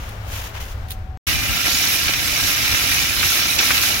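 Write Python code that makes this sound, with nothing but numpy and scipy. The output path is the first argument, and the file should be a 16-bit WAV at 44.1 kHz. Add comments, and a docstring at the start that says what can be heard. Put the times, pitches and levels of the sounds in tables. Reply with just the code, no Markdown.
"""A low rumble and the swish of a padded jacket, heard from inside a car's boot; the tailgate swings down
with a soft whine and light ticks, and the narrowing gap shuts out the car park. After a short silence
a wire shopping cart is pushed over rough asphalt. The ground forces the wheels to drum, and impacts
at loose joints excite the modes of frame and basket, which chatter and ring. Now and then a wheel
drops into a crack and the whole cart clanks."""
import sys
import numpy as np
from scipy import signal
from scipy.fft import rfft, irfft
from scipy.io import wavfile
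from scipy.ndimage import uniform_filter1d

SR = 44100
rng = np.random.default_rng(int(sys.argv[2]) if len(sys.argv) > 2 else 0)


def output_pcm(signal):
    """Save a mono or channel-first signal as 16-bit PCM at the path in sys.argv[1].

    Samples are clipped to [-1, 1] before scaling.
    """
    pcm = np.clip(np.atleast_2d(signal).T, -1, 1) * 32767
    wavfile.write(sys.argv[1], SR, np.round(pcm).astype(np.int16))


N = 176400
TIME = np.arange(N) / SR
SIDES = np.array([[1], [-1]])  # a pan in dB is added on the left and subtracted on the right


def from_db(db):
    """Amplitude ratio of a level in decibels."""
    return 10 ** (np.asarray(db) / 20)


def unit_rms(x):
    """Normalisation to an rms of 1."""
    return x / np.sqrt(np.mean(x ** 2) + 1e-20)


def in_time(rows):
    """Linear interpolation of a table at every sample."""
    return np.interp(TIME, *np.transpose(rows))


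def at_hz(rows, hz, column=1):
    """Interpolation of one column on a log-frequency axis."""
    rows = np.array(rows)
    return np.interp(np.log(hz), np.log(rows[:, 0]), rows[:, column])


def bins(size):
    """Frequencies of a discrete spectrum, floored at 1 Hz."""
    return np.maximum(np.arange(size // 2 + 1) * SR / size, 1)


def drift(hz):
    """Random fluctuation: low-passed noise of rms 1."""
    return unit_rms(irfft(rfft(rng.standard_normal(N)) / (1 + (bins(N) / hz) ** 2), N))


def noise(db, correlation=0, size=N):
    """Shaped stereo noise of rms 1; the ratio of mid to side sets the left-right correlation."""
    mid, side = rfft(rng.standard_normal((2, size)))
    correlation = np.clip(correlation, -.99, .99)
    spectrum = np.sqrt(1 + correlation) * mid + np.sqrt(1 - correlation) * side * SIDES
    return unit_rms(irfft(from_db(db) * spectrum, size))


def resonator(impulses, hz, t60):
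    """Damped oscillator: a unit impulse starts a decaying sine of amplitude 1."""
    r, w = from_db(-60 / (t60 * SR)), 2 * np.pi * hz / SR
    return signal.lfilter([0, np.sin(w)], [1, -2 * r * np.cos(w), r * r], impulses + 1e-18)


# spectra of the rumble and the outdoor wash: (frequency [Hz], relative level [dB])
RUMBLE_SPECTRUM = [(15, -14), (30, 4), (42, -10), (58, 3.5), (78, -2.5), (100, -1), (135, -19),
                   (200, -20.5), (900, -50), (8000, -91)]
WASH_SPECTRUM = [(250, -7), (650, 2), (1000, -1.5), (1500, -1.5), (3000, -10.5), (6000, -18.5), (9000, -27),
                 (15000, -22.5)]
# envelope of the wash before its treble is shut out: (time [s], level [dB])
WASH_ENVELOPE = [(0, -40), (.3, -38.5), (.6, -40), (.8, -41), (1.17, -48)]
# left-right likeness of both: (frequency [Hz], correlation [-1 to 1])
CAR_CORRELATION = [(60, 1), (180, 0.94), (550, 0.64), (1650, -0.32), (5000, 0.16)]


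def car_park(rumble_db=-29, seal_start_s=0.98, seal_hz=3470, seal_db_per_s=34, wash_pan_db=3.5):
    """Transmission through a closing gap: the wash fades, treble fastest, over a steady rumble."""
    hz = bins(N)
    correlation = at_hz(CAR_CORRELATION, hz)
    rumble = from_db(rumble_db + .4 * SIDES) * noise(at_hz(RUMBLE_SPECTRUM, hz), correlation)
    wash = noise(at_hz(WASH_SPECTRUM, hz), correlation)
    muffled = irfft(rfft(wash) / (1 + (hz / seal_hz) ** 2), N)
    gap = from_db(-seal_db_per_s * np.maximum(TIME - seal_start_s, 0))
    transmitted = muffled + gap * (wash - muffled)
    return rumble + from_db(in_time(WASH_ENVELOPE) + wash_pan_db * SIDES) * transmitted


def tailgate_whine(hz=750, db=-49.5, start_s=0.834, rise_s=.03, pan_db=6, waver=0.003):
    """Random modulation: a faint tone wavers in pitch and level as the tailgate ends its travel."""
    phase = 2 * np.pi * np.cumsum(hz * (1 + waver * drift(26))) / SR
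    swell = np.clip((TIME - start_s) / rise_s, 0, 1)
    return np.sqrt(2) * np.sin(phase) * swell * from_db(db + pan_db * SIDES + 2.0 * drift(13))


# ticks of the tailgate's trim: (time [s], level [dB])
TRIM_TICKS = [(.090, -33), (.885, -34.5), (.906, -22), (.917, -25.5)]
# their spectrum: (frequency [Hz], relative level [dB])
TICK_SPECTRUM = [(800, -9), (2300, -4.5), (3850, 6), (4800, -5), (8000, -11), (10500, 0), (15000, -1)]


def trim_ticks(t60_s=0.042):
    """Damped transients: each tick of the plastic trim is noise that decays exponentially."""
    envelope = sum((TIME >= s) * from_db(db - 60 * np.abs(TIME - s) / t60_s) for s, db in TRIM_TICKS)
    return envelope * noise(at_hz(TICK_SPECTRUM, bins(N)))


# strokes of the jacket: (peak time [s], rise [s], fall [s], level [dB], tilt [dB/octave])
STROKES = [(.03, 0.11, 0.086, -38, -1), (.362, 0.053, 0.05, -30, .8), (.455, 0.037, 0.033, -33, 0.5),
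           (0.558, 0.019, 0.03, -34, -2.5), (0.606, 0.003, 0.026, -31.5, 0), (.69, 0.05, .036, -37, .6),
           (0.916, 0.013, 0.021, -36.5, 3)]
# spectrum of sliding nylon: (frequency [Hz], relative level [dB])
NYLON_SPECTRUM = [(300, -19), (700, -4), (1500, 0.5), (3000, 2), (4300, -5), (6600, -3), (8000, -12.5),
                  (12000, -8), (15500, -9)]


def jacket(pan_db=0.5, pan_db_per_octave=-2, grain_db=1.3):
    """Friction noise: nylon slides on nylon in soft, slightly grainy swells."""
    out, hz = 0, bins(N)
    octaves = np.log2(np.maximum(hz, 500) / 4000)
    spectrum = at_hz(NYLON_SPECTRUM, hz) + SIDES * (pan_db + pan_db_per_octave * octaves)
    for s, rise, fall, db, tilt in STROKES:
        width = np.where(TIME < s, rise, fall)
        swell_db = -4.04 * ((TIME - s) / width) ** 2  # Gaussian envelope
        out = out + from_db(db + swell_db) * noise(spectrum + tilt * octaves)
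    return out * from_db(grain_db * drift(90))


# envelope of the wheels' drumming: (time [s], relative level [dB])
DRUM_ENVELOPE = [(1.28, -30), (1.5, -32), (1.58, -37), (1.9, -37), (2.1, -33), (2.3, -36), (3.2, -34.5),
                 (3.5, -39), (3.99, -39.5)]
# spectra of the drumming and the grinding treads: (frequency [Hz], relative level [dB])
DRUM_SPECTRUM = [(20, -19), (40, -4.5), (70, 2.5), (110, -2.5), (160, -9), (230, -20.5), (450, -35)]
TREAD_SPECTRUM = [(100, -8.5), (280, 1.5), (450, -10), (750, -3.5), (1100, -12.5), (2500, -36)]
# left-right likeness of the cart: (frequency [Hz], correlation [0 to 1])
CART_CORRELATION = [(60, 0.13), (120, 0.33), (240, 0.99), (480, 0.78), (950, 0.41), (1900, 0.0041)]


def wheels(drum_gain_db=3.0, tread_db=-36.5, pan_db=1.5, flutter_db=1.7):
    """Roughness excitation: hard wheels drum unevenly on asphalt while their treads grind on grit."""
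    hz = bins(N)
    correlation = at_hz(CART_CORRELATION, hz)
    drum = noise(at_hz(DRUM_SPECTRUM, hz), correlation) * from_db(in_time(DRUM_ENVELOPE) + drum_gain_db)
    grind = noise(at_hz(TREAD_SPECTRUM, hz), correlation) * from_db(tread_db)
    return (drum + grind) * from_db(pan_db * SIDES + flutter_db * drift(15))


# a wheel drops into a dip: (time [s], left level [dB])
DIPS = [(1.345, -20), (1.394, -20), (1.491, -16), (2.066, -17), (2.736, -15), (2.909, -19), (3.18, -19)]


def frame_booms(left_hz=89.5, t60_s=0.11):
    """Impulse response: each dip makes the frame boom briefly, lower and softer on the right."""
    impulses = np.zeros(N)
    for s, db in DIPS:
        impulses[int(s * SR)] = from_db(db)
    left = resonator(impulses, left_hz, t60_s)
    right = 0.34 * resonator(impulses, 0.67 * left_hz, t60_s)
    return np.array([left, right])


# resonances of the cart: (frequency [Hz], left gain [dB], right gain [dB])
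BASKET_RESPONSE = [(285, -8, -11), (417, -15, -16), (790, -12.5, -12.5), (926, -16.5, -16), (1384, -5, -7),
                   (1790, -7, -11), (2490, -2, -1), (2980, -8.5, -2.5), (3140, -6.5, -12), (4020, -8, -1.5),
                   (4780, -16, -6.5), (5140, -7, -2.5), (6960, -13, -9), (7500, -23.5, -12),
                   (10030, -23, -16.5), (11460, -15.5, -6.5), (13050, -23.5, -17.5), (14100, -20.5, -13.5),
                   (15560, -9, -25)]


def basket_db(hz):
    """Frequency response of the cart on each side, with a bass roll-off below 480 Hz."""
    response = np.array([at_hz(BASKET_RESPONSE, hz, column) for column in (1, 2)])
    return response - 10 * np.log10(1 + (480 / hz) ** 4)


def contacts(per_s):
    """Poisson process: metal touches metal at random times, with slightly uneven strength."""
    strengths = from_db(-0.5 * np.minimum(rng.exponential(1, N), 3.2))
    return (rng.random(N) < per_s / SR) * strengths * rng.choice([-1, 1], N)


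def loose_joints(shake, hits_per_s, band_hz, joints=6, mode_spacing_hz=59.95):
    """Convolution: every contact gives a short crack and a ring of that joint's own scattered modes."""
    crack_t60_s, ring_t60_s, ring_gain_db = 0.017, 0.23, 2
    size = SR // 3
    out, hz, t = 0, bins(size), TIME[:size]
    low_hz, high_hz = band_hz
    spectrum = basket_db(hz) - 10 * np.log10((1 + (low_hz / hz) ** 16) * (1 + (hz / high_hz) ** 16))
    correlation = at_hz(CART_CORRELATION, hz)
    for _ in range(joints):
        is_mode = (rng.random(len(hz)) < SR / size / mode_spacing_hz) & (hz > 1100)
        modes_db = np.where(is_mode, rng.uniform(-3, 3, (2, len(hz))), -80)
        crack = unit_rms(noise(spectrum, correlation, size) * from_db(-60 * t / crack_t60_s))
        ring = unit_rms(noise(spectrum + modes_db, correlation, size) * from_db(-60 * t / ring_t60_s))
        response = crack + from_db(ring_gain_db) * ring
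        out = out + signal.fftconvolve(contacts(hits_per_s / joints)[None], response, axes=1)[:, :N]
    running_rms = np.sqrt(uniform_filter1d(np.mean(out ** 2, axis=0), size=SR // 25) + 1e-9)
    return out / running_rms * from_db(in_time(shake))


# how hard each part of the cart is shaken: (time [s], relative level [dB])
FRAME_ENVELOPE = [(1.28, -24), (1.38, -27), (1.64, -25.5), (1.67, -22.5), (1.71, -27), (1.76, -25),
                  (1.94, -25), (2.05, -27), (2.09, -24), (2.19, -27.5), (2.4, -25.5), (2.78, -24),
                  (2.98, -24), (3.17, -27.5), (3.23, -23), (3.3, -27.5), (3.36, -23), (3.58, -28.5),
                  (3.59, -24.5), (3.87, -24.5), (3.99, -28)]
WIRE_ENVELOPE = [(1.28, -25.5), (1.43, -29.5), (1.65, -25.5), (1.67, -22.5), (1.9, -23), (2.09, -26),
                 (2.15, -28), (2.48, -23), (2.52, -25.5), (2.94, -23), (3.13, -27), (3.25, -23.5),
                 (3.4, -23.5), (3.58, -26.5), (3.59, -22), (3.82, -24.5), (3.87, -22), (3.99, -27.5)]
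JINGLE_ENVELOPE = [(1.28, -27.5), (1.4, -33), (1.7, -28), (1.87, -26.5), (1.95, -23), (1.98, -28.5),
                   (2.2, -31), (2.25, -28), (2.37, -30), (2.49, -25.5), (2.55, -29), (2.95, -26),
                   (3.1, -30), (3.38, -24), (3.45, -31), (3.52, -26), (3.6, -31), (3.63, -26), (3.87, -25),
                   (3.95, -29.5)]


def chatter(flicker_db=0.5, flicker_hz=23.5):
    """Base excitation: the ground jostles heavy bars, thinner wires and the finest jingling parts."""
    frame = from_db(2.5) * loose_joints(FRAME_ENVELOPE, hits_per_s=420, band_hz=(220, 3240))
    wires = from_db(3) * loose_joints(WIRE_ENVELOPE, hits_per_s=600, band_hz=(3040, 7350))
    jingle = from_db(4) * loose_joints(JINGLE_ENVELOPE, hits_per_s=650, band_hz=(8360, 16900))
    return (frame + wires + jingle) * from_db(flicker_db * drift(flicker_hz))


def pings(per_s=240, gain_db=4, t60_s=0.073, spread_db=5, tilt_db_per_octave=2.6):
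    """Free vibration: wires flick against each other, each ringing briefly at its natural frequency."""
    size = SR // 8
    out, t = np.zeros((2, N + size)), TIME[:size]
    shakes = np.array([in_time(FRAME_ENVELOPE), in_time(WIRE_ENVELOPE), in_time(JINGLE_ENVELOPE)])
    decay = from_db(-60 * t / t60_s)
    starts = np.flatnonzero(rng.random(N) < per_s / SR)
    for start, (pitch, strength, *phases) in zip(starts, rng.random((N, 4))[starts]):
        hz = 1250 * 10 ** pitch
        part = np.searchsorted([3200, 8000], hz)  # frame, wire or jingle band
        colour_db = basket_db(hz) + tilt_db_per_octave * np.log2(hz / 2500)
        db = shakes[part, start] + gain_db + colour_db + spread_db * (2 * strength - 1)
        tone = np.sin(2 * np.pi * (hz * t + np.array(phases)[:, None]))
        out[:, start:start + size] += from_db(db)[:, None] * decay * tone
    return out[:, :N]


# wires that ring out clearly: (frequency [Hz], relative level [dB])
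WIRE_RESONANCES = [(1610, -39), (2390, -46), (3542, -37), (5728, -37), (8559, -44), (10734, -41),
                   (11612, -41)]


def ringing_wires(hits_per_s=49, t60_s=0.082, gain_db=-2.0, pan_db=-3.4):
    """Resonance under repeated impact: single wires sing through the rattle."""
    out = np.zeros((2, N))
    for hz, db in WIRE_RESONANCES:
        hits = (rng.random((2, N)) < hits_per_s / SR) * rng.standard_normal(N)
        out += from_db(db + gain_db) * unit_rms(resonator(hits, hz, t60_s))
    shake_db = in_time(WIRE_ENVELOPE) - np.mean(np.array(WIRE_ENVELOPE)[:, 1])
    return out * from_db(shake_db + pan_db * SIDES)


# bright clinks above the jingle: (time [s], frequency [Hz], relative level [dB])
WIRE_SLAPS = [(1.520, 13650, -12), (1.731, 6800, -14), (1.890, 11600, -16), (1.922, 10750, -16),
              (2.130, 13650, -19), (2.240, 7650, -15), (2.399, 8550, -18), (2.465, 11600, -15),
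              (2.912, 8600, -12.5), (3.255, 11450, -15), (3.862, 10450, -15)]


def clinks(t60_s=.16, max_split_hz=110, bounce_s=.011, bounce_loss_db=3):
    """Beating: a loose wire slaps its neighbour, bounces, and rings in two close modes."""
    size = SR // 3
    out, t = np.zeros((2, N + SR)), TIME[:size]
    for s, hz, db in WIRE_SLAPS:
        for bounce in range(3):
            start = int((s + bounce * bounce_s) * SR)
            modes = (hz, hz + max_split_hz * rng.random())
            pair = sum(np.sin(2 * np.pi * (mode * t + rng.random((2, 1)))) for mode in modes)
            onset_db = db - bounce * bounce_loss_db + basket_db(hz)[:, None]
            out[:, start:start + size] += pair * from_db(onset_db - 60 * t / t60_s)
    return out[:, :N]


# a wheel meets a crack: (time [s], clank level [dB], clank centre [Hz], thud level [dB])
CRACKS = [(1.660, -17, 1300, -27), (1.678, -21, 4000, -20), (2.081, -14.5, 2400, -29),
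          (2.092, -21, 2000, -19.5), (2.135, -16, 2400, -40), (2.690, -18, 1400, -36),
          (2.745, -14, 1500, -27), (2.914, -16, 2400, -34), (2.980, -20, 1500, -41),
          (3.228, -15.5, 1450, -32), (3.588, -8, 3100, -24), (3.600, -16.5, 1050, -26),
          (3.628, -14, 1290, -25), (3.660, -26, 2000, -19.5), (3.704, -8.5, 1250, -20.5),
          (3.778, -13.5, 2800, -39)]


def jolts(clank_t60_s=0.065, clank_octaves=0.85, thud_t60_s=0.035, thud_hz=255, attack_s=0.0017):
    """Shock excitation: a crack in the asphalt gives a dull wheel thud and a clank of the whole frame."""
    size = SR // 3
    out, hz, t = np.zeros((2, N + SR)), bins(size), TIME[:size]
    thud_spectrum = -2.1 * np.log2(hz / thud_hz) ** 2
    for s, clank_db, centre_hz, thud_db in CRACKS:
        clank_spectrum = basket_db(hz) - 4 * (np.log2(hz / centre_hz) / clank_octaves) ** 2
        clank = noise(clank_spectrum, size=size) * from_db(clank_db - 60 * t / clank_t60_s)
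        thud = noise(thud_spectrum, correlation=0.45, size=size) * from_db(thud_db - 60 * t / thud_t60_s)
        start = int(s * SR)
        out[:, start:start + size] += (clank + thud) * np.minimum(t / attack_s, 1)
    return out[:, :N]


def scene(car_end_s=1.174, cart_start_s=1.267):
    """Superposition of sources in two scenes: the car, an abrupt moment of silence, then the cart."""
    car = car_park() + jacket() + tailgate_whine() + trim_ticks()
    cart = chatter() + ringing_wires() + pings() + clinks() + jolts() + wheels() + frame_booms()
    cart_fade_in = np.clip((TIME - cart_start_s) / .005, 0, 1)
    return (TIME < car_end_s) * car + cart_fade_in * cart


def record(dry):
    """Soft saturation rounds the highest peaks; a steep low-pass cuts the top above 15.8 kHz."""
    lowpass = signal.ellip(12, .1, 80, 15800, fs=SR, output="sos")
    return signal.sosfilt(lowpass, 1.367 * np.tanh(dry / 1.433))


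dry = scene()
out = record(dry)
output_pcm(out)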